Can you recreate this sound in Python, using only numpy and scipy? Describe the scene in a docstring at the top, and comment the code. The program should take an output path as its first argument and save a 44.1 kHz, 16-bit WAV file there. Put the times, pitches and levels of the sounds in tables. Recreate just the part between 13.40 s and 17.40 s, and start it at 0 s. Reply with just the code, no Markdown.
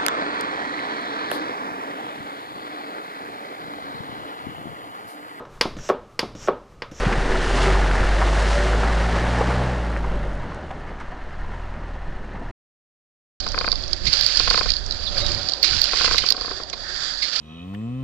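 """Water from a hand pump gushes out of a hose onto stone, outdoors, close on the right of the microphone.
Each stroke's gush thins to a dribble with single slapping drops; the pipe gurgles, rushes and squeaks.
Close on the left a small motor, probably a focusing lens, steps in even runs of dull knocks that ring
its housing. A breeze rumbles on the narrow-band stereo microphone."""
import sys
import numpy as np
from scipy import signal
from scipy.fft import rfft, irfft
from scipy.io import wavfile
from scipy.ndimage import uniform_filter1d

SR = 44100
rng = np.random.default_rng(int(sys.argv[2]) if len(sys.argv) > 2 else 0)


def int16_out(signal):
    """Quantize to a 16-bit WAV file."""
    q = np.round(np.clip(np.atleast_2d(signal).T, -1, 1) * 32767)
    wavfile.write(sys.argv[1], SR, q.astype(np.int16))


N = 176400

# full stream on the stone (time [s], level [dB])
STREAM_LEVEL = [(0, -33.5), (.63, -36), (.66, -25.5), (.71, -24), (.74, -18), (.87, -18.5), (.95, -18),
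                (1.16, -17.5), (1.26, -25.5), (1.33, -28.5), (1.41, -42.5), (1.73, -27.5), (1.77, -22),
                (1.94, -22.5), (2.02, -28.5), (2.222, -33.5), (2.24, -17.5), (2.33, -17.5), (2.52, -18.5),
                (2.65, -14.5), (2.77, -20), (2.87, -21.5), (2.96, -33), (3.35, -48), (3.8, -43),
                (3.85, -24), (4, -19.5)]
# thin dribble on the stone (time [s], level [dB])
DRIBBLE_LEVEL = [(0, -31), (.42, -32.5), (.58, -55), (.7, -25.5), (1.36, -25.5), (1.45, -36), (1.63, -28),
                 (1.85, -32.5), (2.05, -32.5), (2.19, -37.5), (2.95, -38), (3.03, -29.5), (3.3, -44),
                 (3.5, -30.5), (4, -29.5)]
# gurgle in the pipe (time [s], level [dB])
GURGLE_LEVEL = [(0, -40), (.6, -42.5), (1.3, -45), (1.65, -39.5), (1.85, -34.5), (2.15, -38.5), (2.35, -41),
                (3.3, -42.5), (3.6, -43), (4, -45.5)]
# water rushing up the hose (time [s], level [dB])
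RUSH_LEVEL = [(0, -34.5), (.6, -33.5), (1.4, -32.5), (2.95, -38.5), (3.04, -31.5), (3.2, -30),
              (3.27, -37.5), (3.38, -35), (3.46, -31.5), (3.62, -22.5), (3.74, -24), (3.8, -26.5),
              (4, -34.5)]
# breeze on the microphone (time [s], level [dB])
BREEZE_LEVEL = [(0, -25), (.3, -23), (.58, -32), (.68, -18.5), (.76, -31), (1.1, -22), (1.45, -27),
                (1.65, -29.5), (1.82, -22.5), (2.15, -38), (2.36, -25.5), (2.5, -32.5), (2.75, -25.5),
                (2.95, -39), (3.3, -35), (4, -48)]
# hollow resonance of the hose (time [s], level [dB])
HOLLOW_LEVEL = [(3.36, -73), (3.45, -35.5), (3.74, -40.5), (3.9, -67)]
# stray droplets (time [s], level [dB])
DROPLET_TICKS = [(.003, -17), (.066, -21.5), (.088, -18), (.119, -20), (.424, -23.5), (0.479, -21),
                 (1.463, -21.5), (3.299, -18.5)]
# runs of motor steps (time [s], length [s], first relative peak [dB], last relative peak [dB])
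MOTOR_RUNS = [(.063, .03, -20, -19.5), (0.1428, .167, -16.5, -15), (0.325, .03, -24, -17),
              (0.999, .03, -18, -19.5), (1.075, .167, -14.5, -14), (1.257, .03, -21.5, -22),
              (2.532, .03, -16.5, -17), (2.6094, .167, -14.5, -15.5), (2.836, .03, -21.5, -21.5),
              (2.91, .233, -27, -22), (3.198, .03, -25.5, -27), (3.331, .03, -27.5, -28)]
# single big drops (time [s], level [dB])
DROP_SLAPS = [(0.187, -12.5), (.317, -8), (0.326, -13), (0.356, -18.5), (0.437, -18.5), (.531, -7),
              (0.654, -16), (.73, -6.5), (0.735, -9.5), (0.81, -6.5), (0.824, -16), (.863, -5.5),
              (.957, -14), (0.971, -7), (0.997, -7), (1.101, -6), (1.156, -11), (1.176, -9), (1.303, -7),
              (1.318, -10.5), (1.337, -16), (1.366, -14.5), (1.509, -14), (1.522, -16.5), (1.78, -11.5),
              (1.864, -12.5), (1.918, -14.5), (1.947, -14), (2.087, -10.5), (2.095, -16), (2.12, -13.5),
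              (2.135, -11), (2.229, -5.5), (2.244, -8), (2.367, -15.5), (2.416, -5), (2.44, -8.5),
              (2.78, -13.5), (2.863, -10.5), (2.887, -6), (2.904, -2.5), (2.922, -6.5), (2.966, -19.5),
              (3.01, -16), (3.234, -20.5)]
# thumps as the water starts to flow (time [s], length [s], pitch [Hz], level [dB])
FLOW_THUMPS = [(0.639, 0.065, 67.7, -19), (1.759, 0.35, 87.4, -27), (2.302, 0.1, 85, -27)]
# slugs of water bursting on the stone (time [s], decay time [s], level [dB])
SLUG_SPLATS = [(0.666, 0.02, -9), (1.287, 0.019, -16.5), (2.226, 0.06, -13), (2.779, 0.011, -5.5),
               (2.819, 0.0076, -15), (3.328, 0.014, -19), (3.822, 0.025, -13.5)]
# falling squeaks (time [s], length [s], start pitch [Hz], target pitch [Hz], level [dB])
PIPE_SQUEAKS = [(1.652, 0.031, 5070, 2750, -22), (1.663, .033, 5100, 2770, -25),
                (1.78, .11, 4390, 3770, -26.5), (2.822, 0.018, 3150, 3090, -25)]
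# modes of the motor's housing (frequency [Hz], relative level [dB], t60 [s])
MOTOR_MODES = [(275, -8, 0.024), (471.5, -6, 0.021), (720, -14.5, 0.039), (1097, -6, 0.03),
               (1232, 4, 0.012), (1513, 0.5, 0.014), (2105, -3, 0.013), (2467, -3.5, 0.013),
               (3130, -14, 0.018)]
# scrape and diffuse ring of the housing (frequency [Hz], relative level [dB])
HOUSING_SPECTRUM = [(120, -15), (240, 7.5), (370, 8.5), (600, -11.5), (860, 9.5), (1120, 5), (1550, 0.5),
                    (1850, -17), (2400, 0), (3200, -24), (4200, -37.5), (8000, -52)]
# each source's spectral shape at the microphone (frequency [Hz], left [dB], right [dB])
STREAM_SPECTRUM = [(100, -42, -30), (392, -33, -27), (714, -23, -24), (910, -29.5, -24), (1460, -27, -14),
                   (1990, -30.5, -16), (2990, -32, -12.5), (3830, -31, -7), (4725, -29.5, 1),
                   (5640, -29.5, -13), (5700, -30, -13.5), (7430, -27.5, -24.5), (12000, -45.5, -54)]
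DROP_SPECTRUM = [(200, -31.5, -34.5), (875, -28, -28.5), (1490, -39, -32), (2480, -42, -25),
                 (3615, -38.5, -10.5), (4340, -30, 3.5), (4770, -34.5, 7), (5370, -34, -10.5),
                 (6170, -34.5, -24), (6600, -36, -23), (10800, -26, -53)]
GURGLE_SPECTRUM = [(80, -11.5, -10.5), (199, -8, -9), (382, -9.5, -6.5), (460, -14.5, -16),
                   (542.5, 0.5, -5.5), (730, -11, -6.5), (754, 3.5, -9.5), (751, -8, -13), (1344, -17, -8),
                   (2480, -22.5, -31.5), (8000, -47.5, -45)]
RUSH_SPECTRUM = [(300, -27, -38.5), (960, -53, -23.5), (1330, -21, -12.5), (1750, -25.5, -7.5),
                 (2200, -30.5, -21), (3080, -41.5, -19), (3330, -28, -8.5), (4320, -33, -10.5),
                 (4596, -22.5, 2), (5310, -27, -12), (6100, -28, -18.5), (7060, -26, -24.5),
                 (12000, -47.5, -69)]
BREEZE_SPECTRUM = [(10.2, -27.5, -3.5), (32, -12.5, 4), (64, -18, -4.5), (97, -19, -9.5), (158, -27, -21),
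                   (254, -27.5, -26), (606, -30, -50), (3000, -87.5, -93)]
TICK_SPECTRUM = [(1000, -42, -45), (3900, -20, 0.5), (5460, -23, 7), (7000, -16.5, -12.5),
                 (12000, -34, -33)]
SPLAT_SPECTRUM = [(150, -32, -19.5), (600, -31.5, -26), (950, -34, -26.5), (1500, -29, -19.5),
                  (2100, -24, 1.5), (3100, -25.5, -7.5), (3830, -18.5, 3), (4400, -32, 11.5),
                  (5430, -35.5, -4), (7500, -23.5, -24.5), (12000, -33.5, -41.5)]

MIC_TOP_HZ, HOSE_LEFT_DB = 7800, -8.5


def undb(db):
    """Decibels to gain."""
    return 10 ** (np.asarray(db) / 20)


def unit(x):
    """Scale to rms 1."""
    return x / np.sqrt(np.mean(x ** 2) + 1e-18)


def curve(rows):
    """Gain over time from rows of (time [s], level [dB])."""
    return undb(np.interp(np.arange(N) / SR, *np.array(rows).T))


def wander(per_s):
    """Smooth random wander with rms 1."""
    hold = max(int(SR / per_s), 1)
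    steps = np.repeat(rng.standard_normal(N // hold + 1), hold)
    return unit(uniform_filter1d(steps, hold)[:N])


def add(out, start, x):
    """Mix x into out from a start time in seconds."""
    i = max(int(start * SR), 0)
    out[i:i + len(x)] += x[:max(N - i, 0)]


def on_right(x, left_db):
    """Place a sound on the right by turning the left channel down."""
    return x * np.array([[undb(left_db)], [1]])


def band(low_hz, high_hz):
    """Noise between two frequencies, unrelated left and right."""
    sos = signal.butter(2, [low_hz, high_hz], "bandpass", fs=SR, output="sos")
    return unit(signal.sosfilt(sos, rng.standard_normal((2, N))))


def colour(x, spectrum, size=2048):
    """Filter x once for each dB column; the strongest filter has unit power."""
    hz, *columns = np.array(spectrum, float).T
    bin_hz = np.maximum(np.arange(size // 2 + 1) * SR / size, 1)
    gains = undb([np.interp(np.log(bin_hz), np.log(hz), db) for db in columns])
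    cepstrum = irfft(np.log(gains))
    cepstrum[:, 1:size // 2] *= 2  # folding the cepstrum makes the filters causal
    cepstrum[:, size // 2 + 1:] = 0
    response = irfft(np.exp(rfft(cepstrum)))
    response /= np.sqrt((response ** 2).sum(axis=1).max())
    return signal.fftconvolve(np.atleast_2d(x), response, axes=1)[:, :x.shape[-1]]


def bursts(envelope, spectrum):
    """Coloured spray, evened out so that it follows a short envelope."""
    spray = colour(rng.standard_normal((2, N)), spectrum)
    power = np.abs(signal.hilbert(spray[1])) ** 2
    return envelope * spray / np.sqrt(uniform_filter1d(power, size=70) / 2 + 1e-9)


def patter(per_s, spread_db, hiss_db, flutter_db):
    """Random droplet impacts of unequal size over diffuse spray, fluttering as the jet breaks up."""
    spray = undb(hiss_db) * rng.standard_normal((2, N))
    hits = rng.random(N) < per_s / SR
    size = np.minimum(rng.exponential(size=N), 2.5)
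    impacts = unit(hits * undb(spread_db * size) * rng.choice([-1, 1], N))
    return unit((impacts + spray) * undb(flutter_db * wander(70)))


def bubbles(centre_hz, octaves, count):
    """Bubbles at random times, each ringing briefly and rising in pitch."""
    decay_cycles, pitch_rise, spread_db = 8.4, 0.0265, 18.5
    t = np.arange(SR // 16) / SR
    out = np.zeros(N)
    for when, pitch, strength in rng.random((count, 3)):
        hz = centre_hz * 2 ** (octaves * (pitch - .5))
        age = hz * t / decay_cycles
        glide = 1 + pitch_rise * np.tanh(age / 2)
        ring = np.exp(-age) * np.sin(2 * np.pi * hz * t * glide)
        add(out, when * N / SR, undb(spread_db * strength) * ring)
    return unit(out)


def stream():
    """Each stroke's gush lands on wet stone, close on the right, with small bubbles."""
    splash = patter(per_s=1000, spread_db=3.5, hiss_db=-1, flutter_db=1.62)
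    fizz = undb(-13.5) * bubbles(centre_hz=2926, octaves=2.4, count=900)
    return colour((splash + fizz) * curve(STREAM_LEVEL), STREAM_SPECTRUM)


def dribble():
    """A thin, patchy trickle lands on the same stone, with fewer and higher bubbles."""
    splash = patter(per_s=420, spread_db=4.5, hiss_db=0, flutter_db=2.4)
    fizz = undb(-12.5) * bubbles(centre_hz=4400, octaves=1, count=220)
    patches = undb(1.6 * wander(40))
    return colour((splash + fizz) * patches, DROP_SPECTRUM) * curve(DRIBBLE_LEVEL)


def gurgle():
    """Bubbles and churning water sound in the pipe."""
    centre = undb(-14.5) * bubbles(centre_hz=654.4, octaves=2.01, count=500) + rng.standard_normal(N)
    wide = undb(-1) * rng.standard_normal((2, N))
    churn = colour(centre + wide, GURGLE_SPECTRUM)
    return churn / np.std(churn[0]) * curve(GURGLE_LEVEL)


def rush():
    """Water rushes up the hose on the right, hissing more as it speeds up."""
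    flow = curve(RUSH_LEVEL)
    turbulence = rng.standard_normal((2, N)) * undb(2 * wander(33))
    hiss = undb(-44) * band(6200, MIC_TOP_HZ) * (flow / flow.max()) ** 2
    return colour(turbulence, RUSH_SPECTRUM) * flow + on_right(hiss, HOSE_LEFT_DB)


def breeze():
    """Eddies rumble on each side of the microphone separately."""
    eddies = [colour(rng.standard_normal(N), BREEZE_SPECTRUM, size=8192)[side] for side in range(2)]
    gusts = undb(2.3 * wander(14))
    return np.array(eddies) * curve(BREEZE_LEVEL) * gusts


def ticks(decay_s=.003):
    """Stray droplets tick brightly on the stone."""
    t = np.arange(SR // 8) / SR
    envelope = np.zeros(N)
    for start, db in DROPLET_TICKS:
        add(envelope, start, undb(db) * np.exp(-t / decay_s))
    return bursts(envelope, TICK_SPECTRUM)


def knock(t, ring, softer_db):
    """One motor step knocks the housing's damped modes; gentler steps are duller and build more slowly."""
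    dull_db_per_khz, rise_s, scrape_s = 0.36 * softer_db, .0011 * (2 + 0.3 * softer_db), .0065
    hz, db, t60 = np.array(MOTOR_MODES).T[:, :, None]
    detune, weight = rng.standard_normal((2, len(hz), 1))
    gains = undb(db - dull_db_per_khz * (hz / 1000 - 1) + 1.04 * weight)
    modes = gains * undb(-60 * t / t60) * np.sin(2 * np.pi * hz * (1 + 0.0093 * detune) * t)
    friction = colour(rng.standard_normal(len(t)), HOUSING_SPECTRUM)[0]
    scrape = undb(-15) * np.exp(-t / scrape_s) * friction
    rise = 1 - np.exp(-(t / rise_s) ** 2)
    body = rise * modes.sum(axis=0)
    return body / np.abs(body).max() + rise * (scrape + ring)


def motor():
    """A small motor steps evenly, close on the left; the right channel hears it later and weaker."""
    steps_per_s, full_knock_db, ring_t60_s = 29.97, -17.5, 0.076
    left_db, right_db, right_lag_s = 5.5, -4, .00008
    t = np.arange(SR // 8) / SR
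    housing = colour(rng.standard_normal(len(t)), HOUSING_SPECTRUM)[0]
    ring = undb(-14 - 60 * t / ring_t60_s) * housing  # the same diffuse ring at every step
    out = np.zeros((2, N))
    for start, length, first_db, last_db in MOTOR_RUNS:
        count = max(round(length * steps_per_s), 1)
        for k, peak_db in enumerate(np.linspace(first_db, last_db, count)):
            step = knock(t, ring, softer_db=max(full_knock_db - peak_db, 0))
            when = start + k / steps_per_s
            add(out[0], when, undb(peak_db + left_db) * step)
            add(out[1], when + right_lag_s, undb(peak_db + right_db) * step)
    return out


def drops(slap_s=.002, scatter_s=.0057):
    """Big drops slap the stone for a few milliseconds and scatter."""
    t = np.arange(SR // 8) / SR
    slap = t / slap_s * np.exp(1 - (t / slap_s) ** 2) / np.sqrt(np.e / 2)
    scatter = undb(-7.5) * np.exp(-t / scatter_s)
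    envelope = np.zeros(N)
    for start, db in DROP_SLAPS:
        add(envelope, start, undb(db) * (slap + scatter))
    return bursts(envelope, DROP_SPECTRUM)


def thumps(wobble=.2):
    """Starting water thumps softly on the right: a low, wobbling throb with a little rumble above it."""
    out = np.zeros(N)
    for start, length, hz, db in FLOW_THUMPS:
        swell = np.sin(np.linspace(0, np.pi, int(length * SR)))
        throb = np.sin(2 * np.pi * np.cumsum(hz * (1 + wobble * wander(90))) / SR)
        rumble = undb(-7.5) * band(hz, high_hz=184)[0]
        add(out, start, undb(db) * swell * (throb + rumble)[:len(swell)])
    return on_right(out, left_db=-22)


def splats(rise_s=.0019):
    """Slugs of water burst on the stone, lasting longer than the drops."""
    t = np.arange(SR // 8) / SR
    envelope = np.zeros(N)
    for start, decay_s, db in SLUG_SPLATS:
        add(envelope, start, undb(db) * (1 - np.exp(-t / rise_s)) * np.exp(-(t / decay_s) ** 2))
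    return bursts(envelope * undb(0.52 * wander(300)), SPLAT_SPECTRUM)


def squeaks(settle_s=.022, flutter_db=2.5):
    """The pipe squeaks on the right: thin, broken tones that drop quickly towards a pitch."""
    out = np.zeros(N)
    for start, length, from_hz, to_hz, db in PIPE_SQUEAKS:
        t = np.arange(int(length * SR)) / SR
        glide_hz = to_hz + (from_hz - to_hz) * np.exp(-t / settle_s)
        hz = glide_hz * (1 + 0.015 * wander(700)[:len(t)])
        swell = np.sqrt(2 * np.sin(np.pi * t / length))
        flutter = undb(flutter_db * wander(150)[:len(t)])
        add(out, start, undb(db) * swell * flutter * np.sin(2 * np.pi * np.cumsum(hz) / SR))
    return on_right(out, left_db=-19)


def hollow_hose():
    """The emptied hose resonates in a narrow, hollow band."""
    return on_right(band(low_hz=1460, high_hz=1880) * curve(HOLLOW_LEVEL), HOSE_LEFT_DB)


def scene():
    """Pump and water close on the right, motor close on the left, breeze on the microphone."""
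    bed = stream() + dribble() + gurgle() + rush() + breeze()
    return bed + ticks() + motor() + drops() + thumps() + splats() + squeaks() + hollow_hose()


def record(dry):
    """A narrow-band microphone; the loudest slaps clip, and a second low-pass follows."""
    mic_lowpass = signal.ellip(8, .3, 70, MIC_TOP_HZ, fs=SR, output="sos")
    output_lowpass = signal.ellip(8, .1, 70, 16000, fs=SR, output="sos")
    clipped = np.clip(signal.sosfilt(mic_lowpass, dry), -1, 1)
    return signal.sosfilt(output_lowpass, clipped)


dry = scene()
out = record(dry)
int16_out(out)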